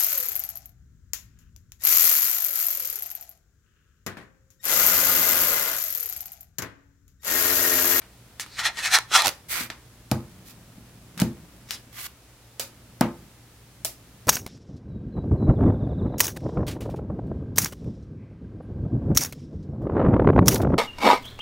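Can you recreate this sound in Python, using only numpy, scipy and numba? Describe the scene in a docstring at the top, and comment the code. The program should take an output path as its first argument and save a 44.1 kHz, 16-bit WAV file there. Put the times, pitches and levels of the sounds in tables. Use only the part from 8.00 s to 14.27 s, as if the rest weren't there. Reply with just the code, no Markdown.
"""A small, quiet room with a faint mains hum, heard through a close stereo microphone.
A big block of small magnet balls is turned in the hands, set down on a base and pressed home;
two small cubes then snap on. The flexing block rattles in swells of tiny random collisions,
balls snap together in short filtered chains of clicks, the table thumps as a set of decaying modes,
and fingers slide over the beads in a hiss of dense random catches."""
import sys
import numpy as np
from scipy import signal
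from scipy.fft import rfft, irfft
from scipy.io import wavfile
from numba import njit

SR = 44100
rng = np.random.default_rng(int(sys.argv[2]) if len(sys.argv) > 2 else 0)


def wav_out(sig):
    """Save sig, one row per channel (or a flat mono array), as 16-bit PCM at SR to the path in sys.argv[1]."""
    wavfile.write(sys.argv[1], SR, np.round(np.clip(np.atleast_2d(sig).T, -1, 1) * 32767).astype(np.int16))


N = 276504
SHORT = 2 ** 14  # samples that hold one event with its tail


def amp(db):
    """Decibels to gain."""
    return 10 ** (np.asarray(db) / 20)


def unit(x):
    """Scale to rms 1."""
    return x / np.sqrt(np.mean(x ** 2))


def burst(x):
    """Scale to the energy of 8 ms at rms 1."""
    return unit(x) * np.sqrt(.008 * SR / x.shape[-1])


def freqs(size):
    """Frequencies of a spectrum's bins in Hz, with the lowest raised to 1 Hz."""
    return np.maximum(np.fft.rfftfreq(size, 1 / SR), 1)


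def at(points, hz):
    """Read (Hz, value) points on a log-frequency axis."""
    f, value = np.transpose(points)
    return np.interp(np.log(hz), np.log(f), value)


def tilt(hz, slope):
    """Slope in dB per octave, zero at 4 kHz and level below 1.4 kHz."""
    return slope * np.log2(np.maximum(hz, 1400) / 4000)


def ripple(hz, width_hz, depth_db):
    """Chance peaks and dips of the many close modes of a cluster of balls, in dB."""
    grid = np.arange(400) * max(width_hz, 20)
    return depth_db * np.interp(hz, grid, rng.standard_normal(len(grid)))


def shape(x, db):
    """Causal (minimum-phase) filter with the given dB at every bin, built from the folded cepstrum."""
    size = x.shape[-1]
    cepstrum = irfft(np.log(amp(db)), size)
    cepstrum[1:size // 2] *= 2
    cepstrum[size // 2 + 1:] = 0
    return irfft(rfft(x) * np.exp(rfft(cepstrum)), size)


def stereo(pair, apart_hz):
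    """Two unrelated signals to left and right: nearly alike in the bass, unrelated far above apart_hz."""
    size, bass_width = pair.shape[-1], .11
    hz = freqs(size)
    width = np.hypot(bass_width, hz / np.hypot(hz, apart_hz))  # side over mid
    side = irfft(rfft(pair[1]) * width, size)
    left_right = np.array([pair[0] + side, pair[0] - side])
    return shape(left_right, -10 * np.log10(1 + width ** 2))


def add(out, x, s):
    """Mix x into out from time s (seconds) on."""
    start = int(s * SR)
    first, last = max(start, 0), min(start + x.shape[-1], N)
    out[:, first:last] += x[:, first - start:last - start]


def contacts(size, rate, scatter_db):
    """Random tiny collisions of unequal strength, rate per second, as a pair of pulse trains."""
    hit = rng.random(size) < rate / SR
    strength = amp(scatter_db * rng.standard_normal(size))
    return hit * strength * rng.choice([-1, 1], (2, size))


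@njit
def resonate(x, hz, damping):
    """Band-pass whose centre moves; damping is width over centre."""
    y, band, low = np.empty(len(x)), 0., 0.
    for i in range(len(x)):
        g = np.tan(np.pi * hz[i] / SR)
        v = (band + g * (x[i] + 1e-18 - low)) / (1 + g * (g + damping))
        band, low, y[i] = 2 * v - band, low + 2 * g * v, damping * v
    return y


def background(air_db=-53.5, apart_hz=2500):
    """Steady room air as filtered noise, and mains hum as pure tones."""
    # Colour of the air. Each row: frequency in Hz, relative level in dB.
    air_colour = [(15, -45), (25, -19.5), (58, -3), (92, -9), (123, -2), (145, -30), (217, -17), (285, -14),
                  (1130, -22.5), (1260, -21.5), (1370, -22), (10700, -27.5), (16000, -32)]
    # Mains hum. Each row: frequency in Hz, rms level in dB.
    hum_tones = [(59.2, -62), (118.4, -58.5)]
    air = unit(shape(stereo(rng.standard_normal((2, N)), apart_hz), at(air_colour, freqs(N))))
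    t, hum = np.arange(N) / SR, 0
    for f, db in hum_tones:
        hum = hum + np.sqrt(2) * amp(db) * np.sin(2 * np.pi * (f * t + rng.random()))
    return amp(air_db) * air + hum


def grip(lift_db=1, apart_hz=2500):
    """Dull rumble of the hands working on the heavy block: random contacts, mostly filtered to bass."""
    # The hands shift their grip. Each row: time in seconds, level in dB before the lift.
    grip_levels = [(0.0, -61.5), (1.17, -58.5), (2.02, -59.5), (2.25, -52.5), (3.1, -55.5), (3.2, -45),
                   (3.33, -51), (3.9, -56), (4.26, -65.5), (5.19, -52), (5.45, -61.5), (6.25, -55.5)]
    # Colour of the rumble. Each row: frequency in Hz, relative level in dB.
    rumble_colour = [(40, -18), (110, -4), (190, -3.5), (270, -9), (420, -19), (1200, -24), (5000, -35)]
    catches = stereo(contacts(N, rate=680, scatter_db=1.6), apart_hz)
    rumble = unit(shape(catches, at(rumble_colour, freqs(N))))
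    return rumble * amp(lift_db + np.interp(np.arange(N) / SR, *np.transpose(grip_levels)))


def seam(count=5):
    """Time and level of each row of a seam zipping shut: ever faster, hardest in the middle."""
    start_s, gap_s, shrink = 1.2473, 0.011, 0.98
    middle_db, ends_db = -18.5, -7  # the ends are relative to the middle
    gaps = gap_s * shrink ** np.arange(count)  # the pull grows as the gap narrows
    times = start_s + np.cumsum(gaps) - gaps
    levels = middle_db + ends_db * np.linspace(-1, 1, count) ** 2
    return list(zip(times, levels))


def snaps(rate=16000, scatter_db=9.0, apart_hz=7000):
    """One ball strikes, its neighbours follow within milliseconds; returns direct sound and room share."""
    # Balls snap together. Each row: start in seconds, level in dB, time over which the neighbours
    # follow in seconds, tilt in dB per octave, left minus right in dB, room share in dB re the level.
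    snap_events = [ (.018, -49, .004, -10, 10, 1.5), (.3973, -30, .0014, -5, 1, -11),
                   (0.462, -46, .0013, -6.5, -2, -1), (.589, -33, .0037, -7.5, 0, -4),
                   (.772, -37.5, .0025, -9, 5, 5), (0.9384, -27, .0005, -4.5, -2, -4),
                   (0.9869, -22.5, .0012, -4.5, 2, -29), (1.1144, -34, 0.00386, -24, -5.5, -1),
                   (1.175, -24, .0014, -3.5, -3, -4), (1.2204, -24.5, .0014, -4, -6, -14),
                   (1.701, -31, .0028, -8.5, -4.5, -5), (2.1144, -24, .0023, -1, -2, -10),
                   (3.177, -38.5, .0008, -3.5, -5, 2.5), (3.1925, -33.5, .007, -11.5, 0, 2.5),
                   (3.2, -25, .004, -1, 4, -4), (3.2166, -26.5, .0029, -4, -2, -10),
                   (3.688, -49.5, .002, -4.5, 0, 6), (3.7085, -28, .0002, -3, 8, -1.5),
                   (4.5962, -23.5, .0014, 2.5, 8.5, -5.5), (4.5997, -31.5, .0011, -2.5, -7, 4),
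                   (5.0098, -20.5, .0007, 1.5, 7, -16), (5.8481, -21, .001, 2, 4, -2.5),
                   (5.8527, -28, .0011, 1.5, 0, -6.5)]
    # Colour of a snap. Each row: frequency in Hz, relative level in dB.
    snap_colour = [(300, -15), (700, -10), (1400, -4.5), (2800, -1), (5000, 2), (9500, 0.5), (12000, 1.5),
                   (14500, -2.5)]
    zip_follow_s, zip_tilt_db, zip_pan_db, zip_room_db = .0024, -3.5, -4.5, -12
    zipped = [(s, db, zip_follow_s, zip_tilt_db, zip_pan_db, zip_room_db) for s, db in seam()]
    out, spill = np.zeros((2, N)), np.zeros((2, N))
    size = SHORT // 4
    t, hz = np.arange(size) / SR, freqs(size)
    strike = signal.unit_impulse(size)
    for s, db, follow, slope, pan_db, room_db in snap_events + zipped:
        fine = ripple(hz, width_hz=130, depth_db=2.2)
        colour = at(snap_colour, hz) + fine + tilt(hz, slope)
        neighbours = stereo(contacts(size, rate, scatter_db) * np.exp(-t / follow), apart_hz)
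        pan = np.array([[pan_db], [-pan_db]]) / 2
        add(out, amp(db + pan) * burst(shape(strike + neighbours, colour)), s)
        # the room gathers sound from all directions, which evens out the chain's interference
        add(spill, amp(db + room_db) * burst(shape(strike, colour))[None], s + follow)
    return out, spill


def bends():
    """Each bend of the block and the weaker, duller, lower rattle in which it settles."""
    # The block bends and rows of balls rattle. Each row: peak in seconds, level in dB, rise in seconds,
    # tilt in dB per octave, ring of the loose rows at the peak in Hz, level of that ring re the body in dB.
    bend_events = [ (.407, -30.5, 0.0035, 5, 1860, -20), (.565, -44.5, 0.035, 0.5, 4100, -2),
                   (.597, -25.5, 0.0095, -1, 1530, -10.5), (.663, -19, 0.013, -1.5, 1380, -15.5),
                   (.796, -29.5, 0.016, 0, 2120, -17), (0.862, -21.5, 0.016, 0.5, 2380, -10.5),
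                   (.948, -12, .013, 0.5, 1635, -11.5), (1.157, -10.5, .012, 0.1, 1400, -10),
                   (1.196, -18, 0.01, -0.5, 1300, -6), (1.255, -22.5, 0.016, -0.5, 835, -1.5),
                   (3.739, -36.5, 0.017, 4.5, 5270, -4)]
    fall_s = 0.011  # every bend dies away alike
    settle_s, settle_db, settle_tilt_db, settle_pitch, settle_ring_db = .023, -11.5, -7.5, 0.668, 6
    for s, db, rise, slope, ring_hz, ring_db in bend_events:
        yield s, db, rise, fall_s, slope, ring_hz, ring_db
        yield (s + settle_s, db + settle_db, fall_s, fall_s, slope + settle_tilt_db,
               ring_hz * settle_pitch, ring_db + settle_ring_db)


def rattles(rate=9000, jump_rate=450, jump_db=9, scatter_db=1.5, apart_hz=16000):
    """Avalanches of collisions swell and die as the block bends; they ring its lattice and loosened rows."""
    # Colour of the block. Each row: frequency in Hz, relative level in dB.
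    block_colour = [(250, -28), (500, -24), (750, -6), (1100, -15.5), (1350, -9.5), (1850, -2.5),
                    (2350, -5), (2900, -6), (4000, -5.5), (5000, -9.5), (6000, -7), (8000, -11.5),
                    (11300, -18), (16000, -28.5)]
    # Lattice modes. Each row: frequency in Hz, width in Hz, strength in dB (halved before use).
    lattice_modes = [(1330, 120, 5.5), (1835, 250, -4), (2100, 300, -19.5), (3450, 150, -10.5),
                     (4120, 310, -4.5), (5320, 310, -6.5)]
    crest = 1.0  # roundness of the swell's peak
    damping, sag_octaves, sag_s = 0.32, 0.24, 0.047
    modes_db = 6.0  # height of a mode of strength 0 dB
    out, hz = np.zeros((2, N)), freqs(SHORT)
    t = (np.arange(SHORT) - SHORT // 2) / SR  # zero at the peak
    lattice = sum(amp(db / 2) / (1 + (2 * (hz - f) / width) ** 2) for f, width, db in lattice_modes)
    for s, db, rise, fall, slope, ring_hz, ring_db in bends():
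        swell = np.exp(crest - np.hypot(crest, np.maximum(-t / rise, t / fall)))
        # single balls jump into place amid the fine chatter
        chatter = contacts(SHORT, rate, scatter_db)
        jumps = amp(jump_db) * contacts(SHORT, jump_rate, scatter_db)
        hits = stereo((chatter + jumps) * swell, apart_hz)
        # every bend rearranges the lattice's finer modes
        fine = ripple(hz, width_hz=110, depth_db=3)
        # short rows radiate little below their own ring
        low_cut = -10 * np.log10(1 + (0.21 * ring_hz / hz) ** 4)
        colour = at(block_colour, hz) + modes_db * lattice + fine + low_cut + tilt(hz, slope)
        body = shape(hits, colour)
        # the loose rows grow longer, so their ring sinks by a fraction of an octave
        sag = sag_octaves * np.tanh(np.maximum(t, -sag_s / 2) / sag_s)
        glide = np.minimum(ring_hz * 2 ** -sag, SR / 3)
        rows = np.array([resonate(resonate(h, glide, damping), glide, damping) for h in hits])
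        sound = unit(unit(body) + amp(ring_db) * unit(rows))
        add(out, amp(db) * sound * np.sqrt(np.mean(swell ** 2)), s + t[0])
    return out


def blows():
    """Each landing on the table with its weaker, softer rebound, and the knocks of the zipping seam."""
    # Blows that reach the table. Each row: start in seconds, level in dB, bounce of the load in Hz,
    # corner in Hz above which the contact passes little.
    landings = [ (1.6073, -35, 238, 600), (1.7028, -47.5, 326, 1210), (2.1158, -15.5, 217, 1100),
                (2.1217, -19.5, 132, 198), (2.779, -42.5, 234, 295), (3.173, -35, 198, 300),
                (3.2023, -28.5, 190, 350), (3.2189, -11.5, 202, 370), (4.597, -34.5, 530, 2500),
                (5.0102, -10.5, 230, 1800), (5.85, -35, 640, 1920)]
    rebound_s, rebound_db, rebound_softness = .041, -13, .65
    knock_db, knock_bounce_hz, knock_contact_hz = -18.5, 324, 1000  # level relative to the row's snap
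    for s, db, bounce_hz, contact_hz in landings:
        yield s, db, bounce_hz, contact_hz
        # the load rocks back and lands again
        yield s + rebound_s, db + rebound_db, bounce_hz, contact_hz * rebound_softness
    for s, db in seam():
        yield s, db + knock_db, knock_bounce_hz, knock_contact_hz


def thumps(bounce_db=14, clatter_db=4, bounce_t60_s=0.041, clatter_t60_s=0.19, apart_hz=3500):
    """The load bounces on the table and rings it; a soft contact leaves the high modes still."""
    # Modes of the table and its load. Each row: frequency in Hz, relative level in dB, t60 in seconds.
    table_modes = [(73, -14.5, 0.47), (118, -11, 0.24), (182, -12.5, 0.23), (238, -3.5, 0.18),
                   (251, -1, 0.13), (342.3, -9.5, 0.34), (424, -20, 0.37), (495.6, -12, 0.26),
                   (601, 4, 0.031), (736, 0, 0.044), (824, -1.5, 0.085), (927, -2, 0.049),
                   (1045, -16, 0.19), (1266, -5, 0.097), (1554, -4.5, 0.04), (1910, -9, 0.091)]
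    out, t, hz = np.zeros((2, N)), np.arange(SHORT) / SR, freqs(SHORT)
    fade = -np.log(1000) * t  # falls 60 dB in one t60
    board = 0
    for k, (f, db, t60) in enumerate(table_modes):
        board = board + (-1) ** k * amp(db) * np.sin(2 * np.pi * f * t) * np.exp(fade / t60)
    for s, db, bounce_hz, contact_hz in blows():
        bounce = amp(bounce_db) * np.sin(2 * np.pi * bounce_hz * t) * np.exp(fade / bounce_t60_s)
        noise = stereo(rng.standard_normal((2, SHORT)), apart_hz)
        clatter = amp(clatter_db) * noise * np.exp(fade / clatter_t60_s)
        # a light load cannot move the table's lowest modes
        passed = -10 * np.log10((1 + (hz / contact_hz) ** 4) * (1 + (0.5 * bounce_hz / hz) ** 5))
        pan = np.array([[.4], [-.4]])  # dB, slightly to the left
        add(out, amp(db + pan) * burst(shape(bounce + board + clatter, passed)), s)
    return out


def slides(rate=4500, scatter_db=3, apart_hz=1800, right_db=1.0):
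    """Skin catches on bead after bead in a fine hiss that moves between a dull and a bright colour."""
    # Fingers slide over the beads, one list per stroke. Each row: time in seconds,
    # level in dB before the pan, tilt in dB per octave (held within -2 to 2).
    slide_strokes = [
        [(1.485, -43.5, 10), (1.505, -31, 9), (1.525, -26, 1), (1.56, -27, 0), (1.605, -27.5, -0.9),
         (1.64, -33.5, 0), (1.68, -49, -1.5)],
        [(2.43, -76, 0), (2.465, -48.5, 6), (2.51, -46.5, 1.5), (2.54, -62, 1)],
        [(3.925, -51, 0), (3.945, -45.5, 1.5), (3.965, -43, 0.5), (3.985, -36, -0.5), (4.01, -35, 2),
         (4.035, -37.5, 3.5), (4.068, -33, 0), (4.074, -60, -1.5)],
    ]
    # Colour of the hiss. Each row: frequency in Hz, relative level in dB.
    slide_colour = [(300, -19), (600, -14.5), (950, -11), (1400, -3.5), (1650, -6.5), (2050, -3),
                    (2500, -5.5), (4900, -7), (8400, -10.5), (13500, -8.5), (16000, -13)]
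    out, hz = np.zeros((2, N)), freqs(SHORT)
    steepest = 2  # dB per octave
    for stroke in slide_strokes:
        s, db, slope = np.transpose(stroke)
        t = s[0] + np.arange(SHORT) / SR
        catches = stereo(contacts(SHORT, rate, scatter_db), apart_hz)
        colour = at(slide_colour, hz) + ripple(hz, width_hz=100, depth_db=2.2)
        dull = unit(shape(catches, colour + tilt(hz, -steepest)))
        bright = unit(shape(catches, colour + tilt(hz, steepest)))
        share = np.clip((np.interp(t, s, slope) + steepest) / (2 * steepest), 0, 1)
        hiss = unit(dull * (1 - share) + bright * share)
        add(out, hiss * amp(np.interp(t, s, db)) * (t < s[-1]), s[0])
    return out * amp([[-right_db], [right_db]])


def room(x, apart_hz, build_s):
    """Diffuse reflections of a small room: noise in nine bands, each dying at its own pace."""
    # Reverberation. Each row: frequency in Hz, t60 in seconds.
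    room_decay = [(100, 0.46), (300, 0.24), (1000, 0.31), (3000, 0.23), (8000, 0.21), (15000, 0.2)]
    t, hz = np.arange(SHORT) / SR, freqs(SHORT)
    noise, tail = rfft(stereo(rng.standard_normal((2, SHORT)), apart_hz)), 0
    centres = np.geomspace(60, 16000, 9)
    for centre, weights in zip(centres, np.eye(len(centres))):
        band = irfft(noise * np.interp(np.log(hz), np.log(centres), weights))
        tail = tail + band * np.exp(-np.log(1000) * t / at(room_decay, centre))
    build = 1 - np.exp(-(t / build_s) ** 2)
    tail = unit(tail * build) / np.sqrt(SHORT)
    return signal.fftconvolve(x.mean(0)[None], tail, axes=1)[:, :N]


def scene():
    """All the handling, close by, with the room behind it."""
    rattle, thump, slide = rattles(), thumps(), slides()
    snap, snap_spill = snaps()
    spill = snap_spill + amp(-13.5) * rattle + amp(-8.0) * thump + amp(-10) * slide
    reflections = room(spill, apart_hz=2240, build_s=0.0014)
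    return rattle + snap + thump + slide + grip() + reflections + background()


def record(dry, knee=1.0, top_hz=16000):
    """The recorder rounds the very highest peaks and cuts the top."""
    rounded = dry / (1 + (dry / knee) ** 6) ** (1 / 6)
    return signal.sosfilt(signal.ellip(10, .2, 80, top_hz, fs=SR, output="sos"), rounded)


dry = scene()
out = record(dry)
wav_out(out)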